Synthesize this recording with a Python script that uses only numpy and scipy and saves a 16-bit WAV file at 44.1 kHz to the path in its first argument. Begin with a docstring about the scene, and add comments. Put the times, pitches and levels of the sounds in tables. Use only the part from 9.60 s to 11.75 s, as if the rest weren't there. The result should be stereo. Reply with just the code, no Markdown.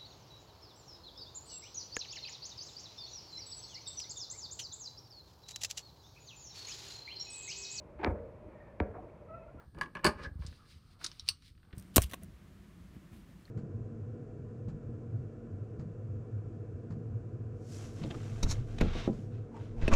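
"""Hard plastic toy parts on a table in a small, quiet room, close to a stereo microphone.
Hands rustle and bump the table; the hollow parts knock and clatter, ringing themselves and the table top.
One drags, scrapes and squeaks as it sticks and slips. Then, held up to the microphone over a faint hum,
two parts rub and tick as a peg catches at the rim of its socket. It goes home with one sharp snap,
and the grip creaks softly."""
import sys
import numpy as np
from scipy import signal
from scipy.fft import rfft, irfft, next_fast_len
from scipy.io import wavfile
from scipy.ndimage import uniform_filter1d

SR = 44100
rng = np.random.default_rng(int(sys.argv[2]) if len(sys.argv) > 2 else 0)


def to_wav(s):
    """Save 16-bit WAV."""
    ch = np.atleast_2d(s).T  # columns
    pcm = np.round(np.clip(ch, -1, 1) * 32767)  # PCM
    wavfile.write(sys.argv[1], SR, pcm.astype(np.int16))


N = 94815
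RING_SAMPLES = 16384
OPPOSITE = np.array([[1], [-1]])  # plus on the left, minus on the right
TABLE_LIKENESS, JOINT_LIKENESS, BASS_LIKENESS = 0.23, 0.093, 0.88  # left-right correlation


def undb(db):
    """Decibels to gain."""
    return 10 ** (np.asarray(db) / 20)


def unit(x):
    """Scale each channel to unit energy."""
    return x / np.sqrt(np.sum(x ** 2, axis=-1, keepdims=True))


def fade(t60):
    """Exponential decay, 60 dB down after t60 seconds."""
    return np.exp(-np.log(1000) * np.arange(RING_SAMPLES) / SR / t60)


def colour(x, points):
    """Minimum-phase filter through (Hz, dB) points."""
    hz, db = np.array(points, float).T
    n = 2 * next_fast_len(x.shape[-1])
    bin_hz = np.arange(n // 2 + 1) * SR / n
    gain = undb(np.interp(np.log(bin_hz + 1), np.log(hz), db))
    cepstrum = irfft(np.log(gain))
    cepstrum[1:n // 2] *= 2
    cepstrum[n // 2 + 1:] = 0
    return irfft(rfft(x, n) * np.exp(rfft(cepstrum)))[..., :x.shape[-1]]


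def pair(likeness, size):
    """Left and right noise, partly alike."""
    mid, side = rng.standard_normal((2, size))
    return (np.sqrt(1 + likeness) * mid + np.sqrt(1 - likeness) * side * OPPOSITE) / np.sqrt(2)


def diffuse(alike_below_hz=290):
    """Noise reaching the microphone from all sides: left and right alike in the bass, unrelated above."""
    mid, side = rng.standard_normal((2, RING_SAMPLES))
    side = signal.sosfilt(signal.butter(4, alike_below_hz, "high", fs=SR, output="sos"), side)
    return mid + side * OPPOSITE


def burst(points, t60, likeness):
    """Dense, quickly dying vibration of one contact."""
    return unit(colour(pair(likeness, RING_SAMPLES) * fade(t60), points))


def ring(modes, scatter_db=3.0, detune=0.0033, turn=0.6, apart_hz=500, rise_cycles=0.37):
    """Modes struck once; weights shift with the contact point, higher modes differ between the sides."""
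    t = np.arange(RING_SAMPLES) / SR
    out = np.zeros((2, RING_SAMPLES))
    for k, (hz, db, t60) in enumerate(modes):
        weight, tuning, side = rng.standard_normal(3)
        envelope = undb(db + scatter_db * weight) * fade(t60) * (1 - np.exp(-t * hz / rise_cycles))
        stereo_phase = turn * min((hz / apart_hz) ** 2, 1) * np.sign(side) * OPPOSITE
        out += envelope * np.sin(2 * np.pi * hz * (1 + detune * tuning) * t + stereo_phase + np.pi * k)
    return unit(out)


def add(out, s, x):
    """Place a sound at s seconds; unit energy counts as 0 dB over 10 ms."""
    i = int(s * SR)
    out[:, i:i + x.shape[1]] += x[:, :N - i] * np.sqrt(SR / 100)


def pan(x, db):
    """Make the left side db louder than the right."""
    return x * undb(OPPOSITE * db / 2)


def through(x, response):
    """Pass a sound through a resonator or a room."""
    return signal.fftconvolve(x, response, axes=-1)[:, :N]


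def follow(x, curve):
    """Make a steady sound's level follow (seconds, dB) points."""
    s, db = np.array(curve).T
    return unit(x) * np.sqrt(N) * undb(np.interp(np.arange(N) / SR, s, db))


def friction(curve, likeness, slips_per_s=10000, spread_db=2):
    """Tiny random slips whose level follows a curve."""
    slips = (rng.random(N) < slips_per_s / SR) * undb(spread_db * rng.exponential(size=N))
    return follow(slips * pair(likeness, N), curve)


def body(points):
    """Unit-energy response with the given spectrum."""
    return unit(colour(signal.unit_impulse(2048)[None], points))


def band(curve, hz, t60):
    """A single resonance, shaken at random, whose level follows a curve."""
    return follow(through(pair(0.17, N), ring([(hz, 0, t60)])), curve)


# Room tone at the microphone. Each row: frequency in Hz, relative level in dB.
AIR_COLOUR = [(20, -14), (40, -2.5), (80, 0.5), (150, -5), (260, -15.5), (450, -27.5), (800, -45),
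              (1300, -30.5), (2000, -47), (4400, -34), (7200, -48.5), (9000, -36), (12000, -60.5),
              (14000, -38), (16000, -62.5)]


def air(level_db=-60.5, split_hz=250):
    """Quiet room: a rumble alike on both sides and a faint diffuse hiss."""
    rumble = signal.sosfilt(signal.butter(2, split_hz, fs=SR, output="sos"), pair(BASS_LIKENESS, N))
    hiss = signal.sosfilt(signal.butter(2, split_hz, "high", fs=SR, output="sos"), pair(.3, N))
    return unit(colour(rumble + hiss, AIR_COLOUR)) * np.sqrt(N) * undb(level_db)


# Hands close to the microphone, a little to the right. Each row: time in seconds, level in dB.
RUSTLE = [(0, -55), (.05, -67), (.1, -81), (.79, -70.5), (.83, -64.5), (1.0, -80), (1.2, -81), (1.39, -70),
          (1.42, -58), (1.52, -71), (1.6, -78.5), (1.8, -104.5), (1.97, -84.5), (2.08, -69.5),
          (2.15, -66.5)]
RUB = [(.785, -105), (.795, -74), (.825, -67), (.88, -61.5), (.96, -66.5), (1.04, -73), (1.11, -61),
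       (1.2, -74), (1.3, -74.5), (1.335, -68), (1.375, -86), (1.42, -57), (1.48, -61.5), (1.58, -70),
       (1.65, -73), (1.675, -55), (1.71, -72.5), (1.79, -77), (1.84, -64.5), (1.885, -63.5), (1.94, -88.5)]
CREAKS = [(.926, -62), (1.951, -76), (1.977, -71.5), (1.999, -77), (2.03, -68.5), (2.05, -72.5),
          (2.08, -83), (2.108, -69.5), (2.128, -59), (2.132, -62)]
# Their spectra. Each row: frequency in Hz, relative level in dB.
RUSTLE_COLOUR = [(80, -5.5), (220, 3.5), (400, 4.5), (600, 1.5), (900, 2), (1500, -0.5), (2500, -16.5),
                 (6000, -37)]
RUB_COLOUR = [(200, -11), (800, -14.5), (1400, -7.5), (2000, 3), (3200, 4.5), (4700, 7), (6200, -4.5),
              (7200, -9), (8800, -5), (10500, -8), (12000, -29), (14000, -8.5), (16000, -22)]
CREAK_COLOUR = [(200, -21), (1400, 13.5), (3000, 8.5), (4800, 2), (6500, -30), (16000, -25)]


def hands(presses_per_s=30, uneven_db=2.2):
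    """Moving hands rustle, fingertips slide over plastic with uneven pressure and the grip creaks."""
    hold = int(SR / presses_per_s)
    steps = np.repeat(rng.standard_normal(N // hold + 1), hold)
    pressure = undb(uneven_db * uniform_filter1d(steps, hold)[:N])
    out = through(friction(RUSTLE, likeness=0.1), body(RUSTLE_COLOUR))
    out += through(friction(RUB, likeness=0.1) * pressure, body(RUB_COLOUR))
    for s, db in CREAKS:
        add(out, s, undb(db) * burst(CREAK_COLOUR, t60=0.023, likeness=0.47))
    return pan(out, db=-1.0)


# A hand bumping the table near the microphone. Each row: start in seconds, level in dB.
BUMPS = [(0.075, -50), (0.166, -45.5), (0.48, -37.5), (0.549, -43), (0.6, -47), (0.666, -37.5),
         (0.712, -41.5), (0.754, -37), (0.792, -36), (0.804, -36.5), (0.848, -38.5), (.88, -40),
         (0.907, -47), (1.16, -49.5), (1.624, -47.5), (1.706, -52), (1.905, -54), (2.133, -42.5)]
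# The spectrum of a bump. Each row: frequency in Hz, relative level in dB.
BUMP_COLOUR = [(20, -25.5), (48, 1), (75, 4), (115, -9), (170, -16), (260, -27), (500, -42), (2000, -74)]


def bumps():
    """Dull thumps of a hand on the table."""
    out = np.zeros((2, N))
    for s, db in BUMPS:
        add(out, s, undb(db) * burst(BUMP_COLOUR, t60=0.039, likeness=BASS_LIKENESS))
    return out


# Parts knocking on the table, close and almost centred.
# Each row: start in seconds, ring of the part in dB, thud of the table in dB, contact crack in dB.
KNOCKS = [(0.147, -61.5, -57.5, -73), (0.178, -67, -49, -88), (0.186, -55, -62, -65),
          (0.2117, -28, -44, -48), (0.2131, -41.5, -47, -52), (.232, -41, -56, -62.5),
          (0.259, -56, -55.5, -75), (0.3515, -38, -43.5, -59), (0.369, -41.5, -47.5, -84),
          (0.391, -50.5, -55, -90), (0.445, -29.5, -25, -31.5), (0.4477, -24, -29, -39.5),
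          (0.4529, -27.5, -30, -32), (0.4639, -34, -34, -35.5), (0.465, -25.5, -29, -32.5),
          (.4683, -28.5, -29, -33.5), (0.474, -35.5, -35, -47.5), (.487, -39, -35.5, -49.5),
          (.822, -56, -67, -74)]
# Modes of the hollow part, the table top and the part's stiff wall.
# Each row: frequency in Hz, relative level in dB, time to fall 60 dB in seconds.
PART_MODES = [(1052, 2, .04), (1105, 0, .035), (1141, -10, .07), (1228, -17, .09), (1352, -19, .08),
              (1617, 1, .033), (1655, 3, .024), (1718, -3, .045), (1825, -14, .035), (2010, -15, .028),
              (2250, -8, .028), (2435, -14, .05), (2614, -16, .05), (2920, -9, .02)]
TABLE_MODES = [(68, -5, .16), (108, -12, .12), (170, -1, .1), (226, -4, .12), (335, -6, .1), (388, 0, .16),
               (416, -3, .13), (470, -7, .16), (550, -5, .16), (609, -2, .16), (660, -15, .16),
               (840, -5, .19), (886, -8, .1), (1228, -4, .13), (1450, -4, .12)]
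WALL_MODES = [(4314, 0, .025), (4696, -1, .025), (6600, -12, .02), (7900, -9, .02)]
# Spectra of the contact noise. Each row: frequency in Hz, relative level in dB.
PART_COLOUR = [(300, -22.5), (800, -16.5), (1080, 7.5), (1350, -9), (1660, 18), (1950, -7), (2350, -3.5),
               (3300, -4.5), (7000, -23.5), (16000, -57)]
TABLE_COLOUR = [(25, -23), (70, -14.5), (170, 7), (270, -1.5), (420, 0.5), (600, -16.5), (850, 4),
                (1500, -18), (6000, -63)]
CRACK_COLOUR = [(500, -35.5), (2300, -6), (3500, -1.5), (4600, 14), (6000, 2), (7200, -1.5), (8500, 3),
                (10500, 4.5), (12000, -19.5), (14000, -4), (16000, -21)]


def knocks():
    """Each knock cracks at the contact, rings the hollow part and thuds the table."""
    out = np.zeros((2, N))
    for s, ring_db, thud_db, crack_db in KNOCKS:
        part_noise = burst(PART_COLOUR, t60=.028, likeness=TABLE_LIKENESS)
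        part = unit(ring(PART_MODES, turn=0.45) + undb(-5) * part_noise)
        table_noise = unit(colour(diffuse() * fade(t60=.12), TABLE_COLOUR))
        thud = unit(ring(TABLE_MODES, turn=0.76) + undb(-2.5) * table_noise)
        wall = ring(WALL_MODES, detune=0.014, turn=0.25)
        crack = unit(burst(CRACK_COLOUR, t60=.012, likeness=-0.1) + undb(-5) * wall)
        add(out, s, undb(ring_db) * part + undb(thud_db) * thud + undb(crack_db) * crack)
    return pan(out, db=-0.24)


# A part, the palm and the part's edge sliding on the table, close up.
# Each row: time in seconds, level in dB.
DRAG = [(0, -74), (.04, -95), (.08, -99), (.14, -90), (.17, -57.5), (.26, -67.5), (.31, -71), (.42, -70),
        (.443, -27.5), (.5, -62), (.565, -58), (.59, -48.5), (.625, -50), (.652, -48), (.69, -83),
        (.8, -74), (.825, -58.5), (.93, -85.5), (1.05, -70), (1.2, -98)]
PALM = [(.13, -71.5), (.155, -51), (.27, -55), (.32, -65), (.66, -53), (.81, -73), (.87, -69.5), (.93, -58),
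        (.97, -72), (2.1, -85.5), (2.145, -53.5)]
SCRAPE = [(.555, -107), (.565, -77), (.59, -65.5), (.615, -65.5), (.638, -53), (.665, -64), (.70, -106)]
# Spectra of the soft palm and the bright edge. Each row: frequency in Hz, relative level in dB.
PALM_COLOUR = [(60, -8.5), (150, -5.5), (235, -3.5), (330, -8.5), (600, -19.5), (3000, -62)]
SCRAPE_COLOUR = [(1000, -7), (2400, 3), (3600, 5.5), (5000, 7), (7200, -10.5), (9000, -7), (12000, -25.5),
                 (15000, -29)]


def drag():
    """Slips of a part shake the same modes as the knocks; the palm brushes along and an edge scrapes."""
    part_and_table = ring(PART_MODES) + undb(-0.5) * ring(TABLE_MODES)
    slide = through(friction(DRAG, TABLE_LIKENESS), part_and_table)
    palm = through(friction(PALM, BASS_LIKENESS), body(PALM_COLOUR))
    scrape = through(friction(SCRAPE, likeness=0.25), body(SCRAPE_COLOUR))
    return slide + palm + scrape


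# A short squeak on the table top. Each row: time in seconds, level in dB.
SQUEAK = [(.59, -80), (.625, -72), (.648, -44), (.664, -37), (.682, -86), (.7, -100)]


def squeak():
    """The dragged part sticks and slips, shaking one resonance."""
    return band(SQUEAK, hz=1645, t60=.055)


# The peg catching and slipping at the rim of its socket, held up to the microphone.
# Each row: start in seconds, tick in dB, pitch ratio, edge crack in dB, body jolt in dB.
PEG_TICKS = [(0.8645, -49.5, 1.2, -67, -83), (0.87, -54.5, 1.38, -70, -80), (1.4126, -74, 1.04, -93, -53),
             (1.4414, -46, 0.95, -49, -48.5), (1.4442, -36, 1.15, -47, -51.5),
             (1.447, -46.5, 1.16, -43, -50), (1.4631, -38, 0.967, -69, -55.5),
             (1.4663, -42.5, 1.5, -60.5, -66), (1.5155, -52, 0.93, -89, -62.5),
             (1.5959, -42, .92, -58.5, -67), (1.6796, -43, 0.81, -56.5, -58),
             (1.8225, -62.5, 0.74, -75, -69)]
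# Modes of the finger-damped peg and of the socket.
# Each row: frequency in Hz, relative level in dB, time to fall 60 dB in seconds.
PEG_MODES = [(3180, -7, .009), (4050, 0, .011), (4520, -4, .008), (5050, -3, .008), (5950, -1, .007),
             (6850, -5, .005)]
SOCKET_MODES = [(2854, -13, .009), (3930, -11, .007), (4560, 3, .008), (4600, -13, .025), (5170, -10, .015),
                (5660, -16, .015), (8520, -11, .018)]
# Spectra of the joint's noise, the crack and the jolt. Each row: frequency in Hz, relative level in dB.
JOINT_COLOUR = [(800, -38), (2200, -26.5), (2900, -11), (3400, -5.5), (4500, -1.5), (5800, -3), (7000, -20),
                (10000, -36.5), (16000, -49.5)]
EDGE_COLOUR = [(2000, -26), (4500, 7), (6000, 6), (7200, -14), (8500, 5), (10000, 4), (11000, -8.5),
               (11900, -28.5), (14000, -7.5), (16000, -25.5)]
BODY_COLOUR = [(100, -20), (350, -5.5), (520, -35.5), (700, -32), (1000, -4), (1450, 0), (2200, -8),
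               (4000, -24.5), (12000, -53)]


def joint(snap_s=1.6873, seat_delay_s=.0007, left_lead_s=.00045):
    """The peg ticks, pitched by where it is gripped, then cracks free and strikes the socket's bottom."""
    out = np.zeros((2, N))
    for s, tick_db, pitch, edge_db, body_db in PEG_TICKS:
        modes = [(hz * pitch, db, t60) for hz, db, t60 in PEG_MODES]
        noise = burst(JOINT_COLOUR, t60=0.012, likeness=JOINT_LIKENESS)
        tick = unit(ring(modes, detune=0.016, turn=0.83) + undb(-1) * noise)
        add(out, s, undb(tick_db) * tick + edge_slip(edge_db, body_db))
    noise = burst(JOINT_COLOUR, t60=0.012, likeness=JOINT_LIKENESS)
    socket = unit(ring(SOCKET_MODES, detune=0.0016, turn=0.49) + undb(-12) * noise)
    add(out, snap_s, edge_slip(edge_db=-30, body_db=-51))
    add(out, snap_s + seat_delay_s, undb(-24) * socket)
    out[1] = np.roll(out[1], int(left_lead_s * SR))
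    return pan(out, db=-2)


def edge_slip(edge_db, body_db):
    """The bright crack of a slipping edge and the dull jolt of the part behind it."""
    crack = burst(EDGE_COLOUR, t60=0.022, likeness=JOINT_LIKENESS)
    jolt = burst(BODY_COLOUR, t60=0.045, likeness=JOINT_LIKENESS)
    return undb(edge_db) * crack + undb(body_db) * jolt


# A faint hum in the background of the room. Each row: time in seconds, level in dB.
HUM = [(.9, -99), (1.0, -64), (1.1, -76), (1.35, -73.5), (1.6, -77), (1.72, -63), (1.8, -90)]


def hum():
    """A narrow, wavering band of noise that swells twice."""
    return band(HUM, hz=1250, t60=0.012)


def room(x, near_db, tail_db, near_gap_s=0.0037, wall_gap_s=0.019, split_hz=2500):
    """Direct sound, quick reflections from table and boxes, then a short tail whose treble dies first."""
    t = np.arange(RING_SAMPLES) / SR
    near = unit(diffuse() * fade(t60=0.06) * (t > near_gap_s))
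    walls = diffuse() * (t > wall_gap_s)
    low = signal.sosfilt(signal.butter(1, split_hz, fs=SR, output="sos"), walls)
    tail = unit(low * fade(t60=0.2) + (walls - low) * fade(t60=0.13))
    return x + through(x, undb(near_db) * near + undb(tail_db) * tail)


def scene():
    """All the handling in the small room; parts held up to the microphone sound drier."""
    handling = room(hands() + knocks() + drag() + squeak(), near_db=-6.5, tail_db=-18)
    held_close = room(joint(), near_db=-9.5, tail_db=-24)
    return air() + bumps() + handling + held_close + hum()


def record(dry):
    """The recorder cuts the top steeply above 16.1 kHz."""
    return signal.sosfilt(signal.ellip(10, .2, 80, 16100, fs=SR, output="sos"), dry)


dry = scene()
out = record(dry)
to_wav(out)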